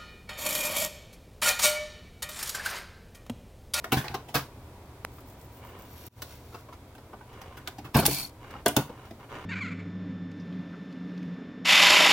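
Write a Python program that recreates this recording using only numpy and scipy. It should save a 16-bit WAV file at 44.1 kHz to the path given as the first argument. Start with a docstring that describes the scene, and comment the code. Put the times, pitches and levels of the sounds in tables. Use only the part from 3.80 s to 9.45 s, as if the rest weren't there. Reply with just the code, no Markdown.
"""A small room with a switch box in a hollow wall. A plastic cover plate clatters off, there is one dry pop,
a screwdriver turns and a screw squeaks. Fingers work the switch loose: it breaks free with a thump of the
wall, its metal strap scrapes and sings out of the box, and it knocks twice on its stiff wires.
Impacts excite the damped modes of the parts and the wall; friction is a train of tiny slips, and
stick-slip makes the metal sing. A steady rumble and hiss lie underneath."""
import sys
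import numpy as np
from scipy import signal
from scipy.fft import rfft, irfft
from scipy.io import wavfile

SR = 44100
rng = np.random.default_rng(int(sys.argv[2]) if len(sys.argv) > 2 else 0)


def store_pcm(level_fs):
    """Save levels as 16-bit WAV."""
    pcm = np.round(np.clip(level_fs, -1, 1) * 32767).astype(np.int16)
    wavfile.write(sys.argv[1], SR, np.atleast_2d(pcm).T)


N = 249253
TIME = np.arange(N) / SR
LEAD = 512  # samples ahead of a click, so that filters have space to spread

# Coherence of the sound field. Each row: frequency in Hz, left-right correlation.
COHERENCE = [(100, 1), (400, 1), (1000, .93), (2100, 0.24), (4200, 0.028), (9000, 0.017), (16000, 0.029)]
# Faint drones of the room. Each row: frequency in Hz, width in Hz, level in dB.
DRONES = [(80.5, 9, -64.5), (118.85, 6.7, -63), (276.7, 85, -67), (964, 45, -70.5)]
# Impacts. Each row: start in seconds, body level in dB, hardness (treble over body) in dB,
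# chatter time in seconds, ring centre in Hz, push on the wall over body in dB.
CONTACTS = [(0.0431, -37, -10, 0.0033, 1740, -7), (.121, -26.5, -3, 0.0068, 2620, 3.5),
            (.1286, -29.5, -2.5, 0.013, 780, 5.5), (.167, -33.5, -1, 0.027, 1460, 10),
            (.24, -38, -10.5, 0.04, 1310, -3), (.298, -45, -11, 0.058, 2500, 13),
            (0.3434, -31.5, -13, 0.0078, 1000, -5.5), (0.4843, -48, -4.5, 0.017, 910, 1),
            (.5437, -30, -0.5, .018, 1360, -10), (.55, -28, -2.5, 0.02, 1200, 4),
            (1.384, -55, -14, 0.0041, 1600, -8), (2.421, -44.5, 6.5, 0.0042, 1070, 1),
            (2.7433, -41, -16, 0.01, 1060, -4), (2.888, -47, -28, 0.0045, 880, -8),
            (2.927, -49, -14.5, 0.0048, 930, -8), (3.1518, -57.5, -2, 0.004, 2500, -6),
            (3.333, -42.5, -35, 0.0045, 1020, -8), (3.411, -48.5, -41, 0.0034, 925, -15),
            (3.616, -48.5, -2.5, 0.0041, 1400, -6), (3.771, -49.5, -2.5, 0.0082, 1290, 5),
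            (3.8759, -40.5, -1, 0.0041, 2550, -9), (3.984, -42.5, -11.5, 0.0058, 900, 5),
            (4.0453, -44.5, -7.5, 0.016, 1300, 6), (4.1454, -24, -7.5, 0.012, 1290, 5),
            (4.153, -23, -17, 0.021, 560, 12), (4.172, -28.5, -12, 0.0079, 985, 9.5),
            (4.187, -23.5, -14, .012, 500, 6), (4.225, -32, -13, 0.013, 650, 5),
            (4.254, -29.5, 8, .006, 4900, 1), (4.278, -35, -13, 0.0077, 700, 21),
            (4.308, -41.5, 10.5, 0.021, 920, 7), (4.708, -49.5, -7, 0.0041, 1860, -5),
            (4.751, -42.5, -35, 0.0085, 900, -1), (4.862, -19.5, -11, 0.0041, 710, -2.5),
            (4.884, -33, -4, 0.0075, 690, 2), (4.9666, -25, 0.5, 0.0028, 950, 6.5),
            (4.974, -33.5, -18, 0.019, 690, 9), (5.0958, -41, -32, 0.003, 776, -1),
            (5.309, -47, -12.5, 0.0042, 594, 13)]
# Normal modes. Each row: frequency in Hz, level in dB, time to fall 60 dB in seconds.
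PART_MODES = [(415, 1, 0.069), (468, -2, 0.03), (514, 3.5, 0.046), (610, -2.5, 0.037), (648, 2.5, 0.019),
              (689, 2, 0.033), (751, 1, 0.033), (844, -4.5, 0.022), (988, -4.5, 0.039), (1120, -33, 0.037),
              (1195, -7.5, 0.023), (1250, -15, 0.031), (1392, -13, 0.03), (1420, -16, 0.03),
              (1470, 4, 0.021), (1730, -12, 0.055), (2200, 6, 0.018), (2528, 6, 0.023), (2926, -2, 0.0088),
              (3610, 13.5, 0.0057), (4200, -6, 0.016), (4560, -19, 0.025), (5500, -34, .015)]  # plate, strap and box
WALL_MODES = [(42, -5, .2), (90.3, -2.5, 0.09), (110.6, -10, 0.069), (136.1, -3, 0.18), (148, -6.5, 0.17),
              (177, -0.5, 0.087), (207, -1.5, 0.089), (229, 0, 0.097), (258.7, 3.5, 0.054), (287, 1, 0.1),
              (324, 0, 0.045), (407, -1.5, 0.068), (517, -8, 0.1)]
# Hard edges slipping off each other. Each row: start in seconds, level in dB, centre in Hz.
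EDGE_SLIPS = [(.282, -31.5, 2700), (2.2664, -39, 15100), (3.8746, -30.5, 2640), (4.169, -19.5, 13900),
              (4.1993, -21, 12700), (4.2633, -7.5, 16000), (4.2633, -18, 4860), (4.8609, -21, 8650),
              (4.882, -20, 9600), (4.966, -18.5, 8400)]
# The screw grinding in its thread. Each row: time in seconds, level in dB.
GRIND_LEVELS = [(2.05, -65.5), (2.27, -56), (2.42, -65.5), (2.52, -54), (2.62, -64.5), (2.8, -61.5),
                (2.9, -96)]
# Screw squeaks. Each row: peak time in seconds, length in seconds, pitch in Hz, width in Hz, level in dB.
SCREW_SQUEAKS = [(2.12, .06, 12130, 200, -59.5), (2.178, 0.12, 11620, 250, -61),
                 (2.235, .06, 12450, 200, -62)]
# Hand movements. Each row: start in seconds, length in seconds, level in dB.
GRIP_SHIFTS = [(1.76, 0.33, -55), (3.47, 0.39, -53), (4.6, 0.22, -49.5), (5.04, 0.29, -54.5),
               (5.39, 0.076, -52), (5.488, 0.17, -43.5)]
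STRAP_PULLS = [(4.13, 0.12, -35), (4.185, 0.34, -34.5)]
# Resonances of the strap. Each row: frequency in Hz, width in Hz, level over the pull in dB.
STRAP_MODES = [(2345, 87, -14.5), (4390, 120, -5), (5820, 160, -18)]
# Spectral envelopes of the sources. Each row: frequency in Hz, relative level in dB.
AIR_SPECTRUM = [(12, -51), (20, -16), (81, -2.5), (127, -5.5), (154, -13.5), (248, -13), (367, -13.5),
                (399, -14.5), (949, -19.5), (1760, -29), (2320, -27.5), (2820, -33.5), (3250, -31.5),
                (6010, -37), (16000, -36.5)]
KNOCK_SPECTRUM = [(350, -5), (520, -6.5), (750, 3), (1300, -3.5), (1800, -3), (2800, 4), (4400, -0.5),
                  (7000, -4), (11000, -1), (15500, 3)]
FINGER_SPECTRUM = [(1500, -22), (4000, -11), (8000, -8.5), (11000, -9), (14500, 1), (16000, 2.5)]
WIRE_SPECTRUM = [(90, -1.5), (280, 1), (500, -2.5), (1150, -6), (1900, -13), (2900, -14.5), (4400, -25),
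                 (12000, -43)]
THREAD_SPECTRUM = [(500, -18), (1500, -1.5), (3000, -1.5), (5500, -3), (7500, -10), (11000, -9.5),
                   (16000, -6)]
DRAG_SPECTRUM = [(150, 0), (400, -12), (850, -13.5), (1900, -18.5), (2300, -8), (3200, -13), (4400, -6.5),
                 (6200, -12.5), (10000, -10), (16000, -12.5)]
# Overall gain with one brief dip; the end values hold outside it. Each row: time in seconds, gain in dB.
GAIN_DIP = [(2.282, 4), (2.289, -27), (2.32, -14), (2.355, -6.5), (2.385, 2.5)]


def amp(db):
    """Amplitude grows tenfold every 20 dB."""
    return 10 ** (np.asarray(db) / 20)


def unit(x):
    """Normalisation to an rms of 1."""
    return x / np.sqrt(np.mean(x ** 2) + 1e-20)


def read(points, hz):
    """Interpolation of a spectrum on a log-frequency axis."""
    f, value = np.transpose(points)
    return np.interp(np.log(hz + 1), np.log(f + 1), value)


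def add(mix, s, sound):
    """Superposition: a sound joins the mix at s seconds."""
    part = mix[:, max(round(s * SR), 0):][:, :sound.shape[-1]]
    part += sound[..., :part.shape[1]]


def bins(size):
    """The Fourier frequencies of this many samples."""
    return np.fft.rfftfreq(size, 1 / SR)


def bump(hz, centre_hz, octaves):
    """A Gaussian band on the log-frequency axis."""
    return np.exp(-.5 * (np.log2((hz + 1) / centre_hz) / octaves) ** 2)


def wobble(rate_hz):
    """Random modulation around a rate, with an rms of 1."""
    return unit(irfft(rfft(rng.standard_normal(N)) * bump(bins(N), rate_hz, 1), N))


def stereo_spectra(noises):
    """Spatial coherence: two nearby points receive alike bass and unlike treble."""
    same = read(COHERENCE, bins(noises.shape[1]))
    mid, side = rfft(noises) * np.sqrt([(1 + same) / 2, (1 - same) / 2])
    return np.array([mid + side, mid - side])


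def narrow_noise(hz, width_hz, size=N):
    """A steep resonance filters noise into a wavering tone."""
    noise = stereo_spectra(rng.standard_normal((2, size)))
    return unit(irfft(noise / (1 + ((bins(size) - hz) / width_hz * 2) ** 4), size))


def room(size, near_db=4, near_t60=0.036, tail_db=-3.5, tail_t60=0.24, build_s=0.0065):
    """The room's transfer function: direct sound, scatter from hands and wall, a reverberant tail."""
    t = np.arange(size) / SR
    near, tail = rng.standard_normal((2, 2, size))
    near = unit(near * amp(-60 * t / near_t60))
    tail = unit(tail * amp(-60 * t / tail_t60) * (1 - np.exp(-(t / build_s) ** 2)))
    return 1 + stereo_spectra(amp(near_db) * near + amp(tail_db) * tail) / np.sqrt(size)


def strokes(rows, power):
    """Amplitude envelope of hand movements: each is a half sine raised to a power."""
    return sum(amp(db) * np.sin(np.pi * np.clip((TIME - s) / length, 0, 1)).clip(0) ** power
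               for s, length, db in rows)


def friction(gain, spectrum, slips_per_s, spread_db, catch_db, catch_hz=70):
    """Sliding friction is a random train of tiny uneven slips, bunched into catches."""
    sizes_db = spread_db * np.minimum(rng.exponential(1, N), 4) + catch_db * wobble(catch_hz)
    slips = amp(sizes_db) * rng.standard_normal(N) * (rng.random(N) < slips_per_s / SR)
    return gain * unit(irfft(rfft(slips) * amp(read(spectrum, bins(N))) * room(N), N))


def air(level_db=-52.5, hiss_db=-2):
    """Ambient noise: a broadband rumble and hiss with a few narrowband drones."""
    hz = bins(N)
    colour = amp(read(AIR_SPECTRUM, hz) + hiss_db * bump(hz, 13400, 0.83))
    wash = amp(level_db) * unit(irfft(stereo_spectra(rng.standard_normal((2, N))) * colour, N))
    return wash + sum(amp(db) * narrow_noise(f, width) for f, width, db in DRONES)


def part_resonance(size, detune=0.0053):
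    """Modal response of plate, strap and box; each new grip shifts the modes a little."""
    t, hz = np.arange(size // 4) / SR, bins(size)
    mode_hz, mode_db, t60 = np.transpose(PART_MODES)[:, :, None]
    held_hz = mode_hz * (1 + detune * rng.standard_normal(mode_hz.shape))
    sign = rng.choice([-1, 1], mode_hz.shape)
    modes = sign * amp(mode_db - 60 * t / t60) * np.sin(2 * np.pi * held_hz * t)
    ring = rfft(modes.sum(0), size)
    return ring / np.sqrt(np.mean(abs(ring[(hz > 500) & (hz < 5000)]) ** 2))


def knock(body_db, hardness_db, chatter_s, centre_hz, size=16384, slips_per_s=6000, ring_db=-6, focus_db=5):
    """Impact excitation: a click and a dying chatter of smaller ones ring the parts."""
    t, hz = np.arange(size) / SR, bins(size)
    colour = amp(read(KNOCK_SPECTRUM, hz) + focus_db * bump(hz, centre_hz, octaves=0.3))
    response = (1 + amp(ring_db) * part_resonance(size)) * colour
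    slips = rng.uniform(-0.98, 1, size) * (rng.random(size) < slips_per_s / SR)
    graze = 0.28 * np.exp(-t[::-1] / 0.0018)  # wraps round to just before the parts meet
    chatter = np.exp(-t / chatter_s) * (1 - np.exp(-t / 0.002))
    slips *= graze + chatter
    slips[0] = 0.79  # the main click
    spectrum = rfft(np.roll(slips, LEAD)) * response * room(size)
    above = [1 / (1 + (edge_hz / (hz + 1)) ** 16) for edge_hz in (330, 1600, 6000)]
    bands = np.sqrt([above[0] - above[1], above[1] - above[2], above[2]])  # body, crack, treble
    levels_db = body_db + np.array([0, 0.58 * hardness_db - 1.5, hardness_db])
    sound = sum(amp(db) * unit(irfft(spectrum * band)) for band, db in zip(bands, levels_db))
    return sound * np.sqrt(.01 * SR / size)  # levels count the energy as if it fell within 10 ms


def wall_thump(peak_db, chatter_s, size=16384, rise_s=0.0037, wet_db=-8):
    """A push excites the wall panel's modes; a shorter contact favours the higher ones."""
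    t = np.arange(size) / SR
    centre_hz = 272 * (0.0041 / chatter_s) ** 0.36
    boom = sum(amp(db - 60 * t / t60) * bump(f, centre_hz, octaves=0.75) * np.sin(2 * np.pi * f * t)
               for f, db, t60 in WALL_MODES)
    boom = np.roll(boom * (1 - np.exp(-t / rise_s)), LEAD)
    boom *= amp(peak_db) / abs(boom).max()
    return boom + amp(wet_db) * irfft(rfft(boom) * (room(size) - 1))


def impacts(wall_lag_s=.004):
    """Structural coupling: each contact rattles the parts, and the hollow wall gives way just after."""
    out = np.zeros((2, N))
    for s, body_db, hardness_db, chatter_s, centre_hz, push_db in CONTACTS:
        add(out, s - LEAD / SR, knock(body_db, hardness_db, chatter_s, centre_hz))
        add(out, s + wall_lag_s - LEAD / SR, wall_thump(body_db + push_db, chatter_s))
    return out


def edge_snaps(size=16384, decay_s=0.0015, wet_db=-6, coherence=0.49):
    """Sudden release: hard edges catch and slip, radiating a very short burst of noise."""
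    t, out = np.arange(size) / SR, np.zeros((2, N))
    fade = np.exp(-t / decay_s)
    for s, db, centre_hz in EDGE_SLIPS:
        shared = np.sqrt(coherence) * rng.standard_normal(size)
        noise = shared + np.sqrt(1 - coherence) * rng.standard_normal((2, size))
        band = irfft(rfft(noise) * bump(bins(size), centre_hz, octaves=0.68))
        burst = amp(db) * unit(band * fade) * np.sqrt(np.mean(fade ** 2))
        burst = np.roll(burst, LEAD, axis=1)
        add(out, s - LEAD / SR, burst + amp(wet_db) * irfft(rfft(burst) * (room(size) - 1)))
    return out


def pop(at_s=1.2498, hz=1650, swing_db=-21.5, tick_db=-31, tick_decay_s=0.00078, size=256):
    """A dry click: one cycle with a faint tick and no ring."""
    t, out = (np.arange(size) - size // 2) / SR, np.zeros((2, N))
    swing = -np.sin(2 * np.pi * hz * t) * (abs(t) * hz < .5)
    tick = rng.standard_normal((2, size)) * np.exp(-abs(t) / tick_decay_s)
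    add(out, at_s - size / 2 / SR, amp(swing_db) * swing + amp(tick_db) * tick)
    return out


def screwdriver(start_s=1.305, every_s=0.129, length_s=0.13, stroke_db=-58.5, count=6):
    """Sliding friction: fingers twirl the tool in even strokes, then rub along as the thread grinds."""
    twirl = strokes([(start_s + k * every_s, length_s, stroke_db) for k in range(count)], power=1.2)
    turn = amp(np.interp(TIME, *np.transpose(GRIND_LEVELS), left=-120, right=-120))
    rub = friction(twirl + amp(-3) * turn, FINGER_SPECTRUM, slips_per_s=2200, spread_db=4, catch_db=3.5)
    grind = friction(turn, THREAD_SPECTRUM, slips_per_s=6000, spread_db=1.5, catch_db=2.5)
    return rub + grind


def wires():
    """Friction noise: hand and stiff wires rustle with each shift of the grip."""
    grip = strokes(GRIP_SHIFTS, power=0.49)
    return friction(grip, WIRE_SPECTRUM, slips_per_s=2500, spread_db=2.5, catch_db=2.5)


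def screw_squeaks(size=16384):
    """Stick-slip makes the screw sing in short swells of a fuzzy tone."""
    t, out = (np.arange(size) - size // 2) / SR, np.zeros((2, N))
    for s, length, hz, width_hz, db in SCREW_SQUEAKS:
        swell = np.cos(np.pi * np.clip(t / length, -.5, .5))
        tone = unit(swell * narrow_noise(hz, width_hz, size)) * np.sqrt(np.mean(swell ** 2))
        add(out, s - size / 2 / SR, amp(db) * tone)
    return out


def fingertips(span_s=(2.55, 6.7), slots=14, mean_db=-53.5, spread_db=3):
    """Weak impacts: fingertips tap the switch at loose intervals until the scene ends."""
    out = np.zeros((2, N))
    for k in range(slots):
        s = np.interp(k + rng.random(), [0, slots], span_s)
        body_db = mean_db + spread_db * rng.standard_normal()
        add(out, s, knock(body_db, hardness_db=-8.5, chatter_s=0.0069, centre_hz=1250))
    return out


def strap(stick_db=5, stick_hz=25):
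    """Stick-slip drives the metal strap's resonances as two pulls rasp it along the box."""
    pull = strokes(STRAP_PULLS, power=2.16)
    rasp = friction(pull, DRAG_SPECTRUM, slips_per_s=14000, spread_db=1.5, catch_db=3)
    song = np.zeros((2, N))
    for hz, width_hz, db in STRAP_MODES:
        flutter = amp(stick_db * np.tanh(wobble(stick_hz)))
        song += amp(db) * unit(flutter * narrow_noise(hz, width_hz))
    return rasp + pull * song


def scene():
    """Superposition: all the sounds add."""
    return (air() + impacts() + edge_snaps() + pop() + strap()
            + screwdriver() + screw_squeaks() + wires() + fingertips())


def record(dry, ceiling=.8, cutoff_hz=16100):
    """The level dips briefly once, soft saturation rounds the peaks, and a low-pass limits the band."""
    dipped = dry * amp(np.interp(TIME, *np.transpose(GAIN_DIP)))
    rounded = ceiling * np.tanh(dipped / ceiling)
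    lowpass = signal.firwin(511, cutoff_hz, window=("kaiser", 8), fs=SR)
    return signal.oaconvolve(rounded, lowpass[None], "same")


dry = scene()
out = record(dry)
store_pcm(out)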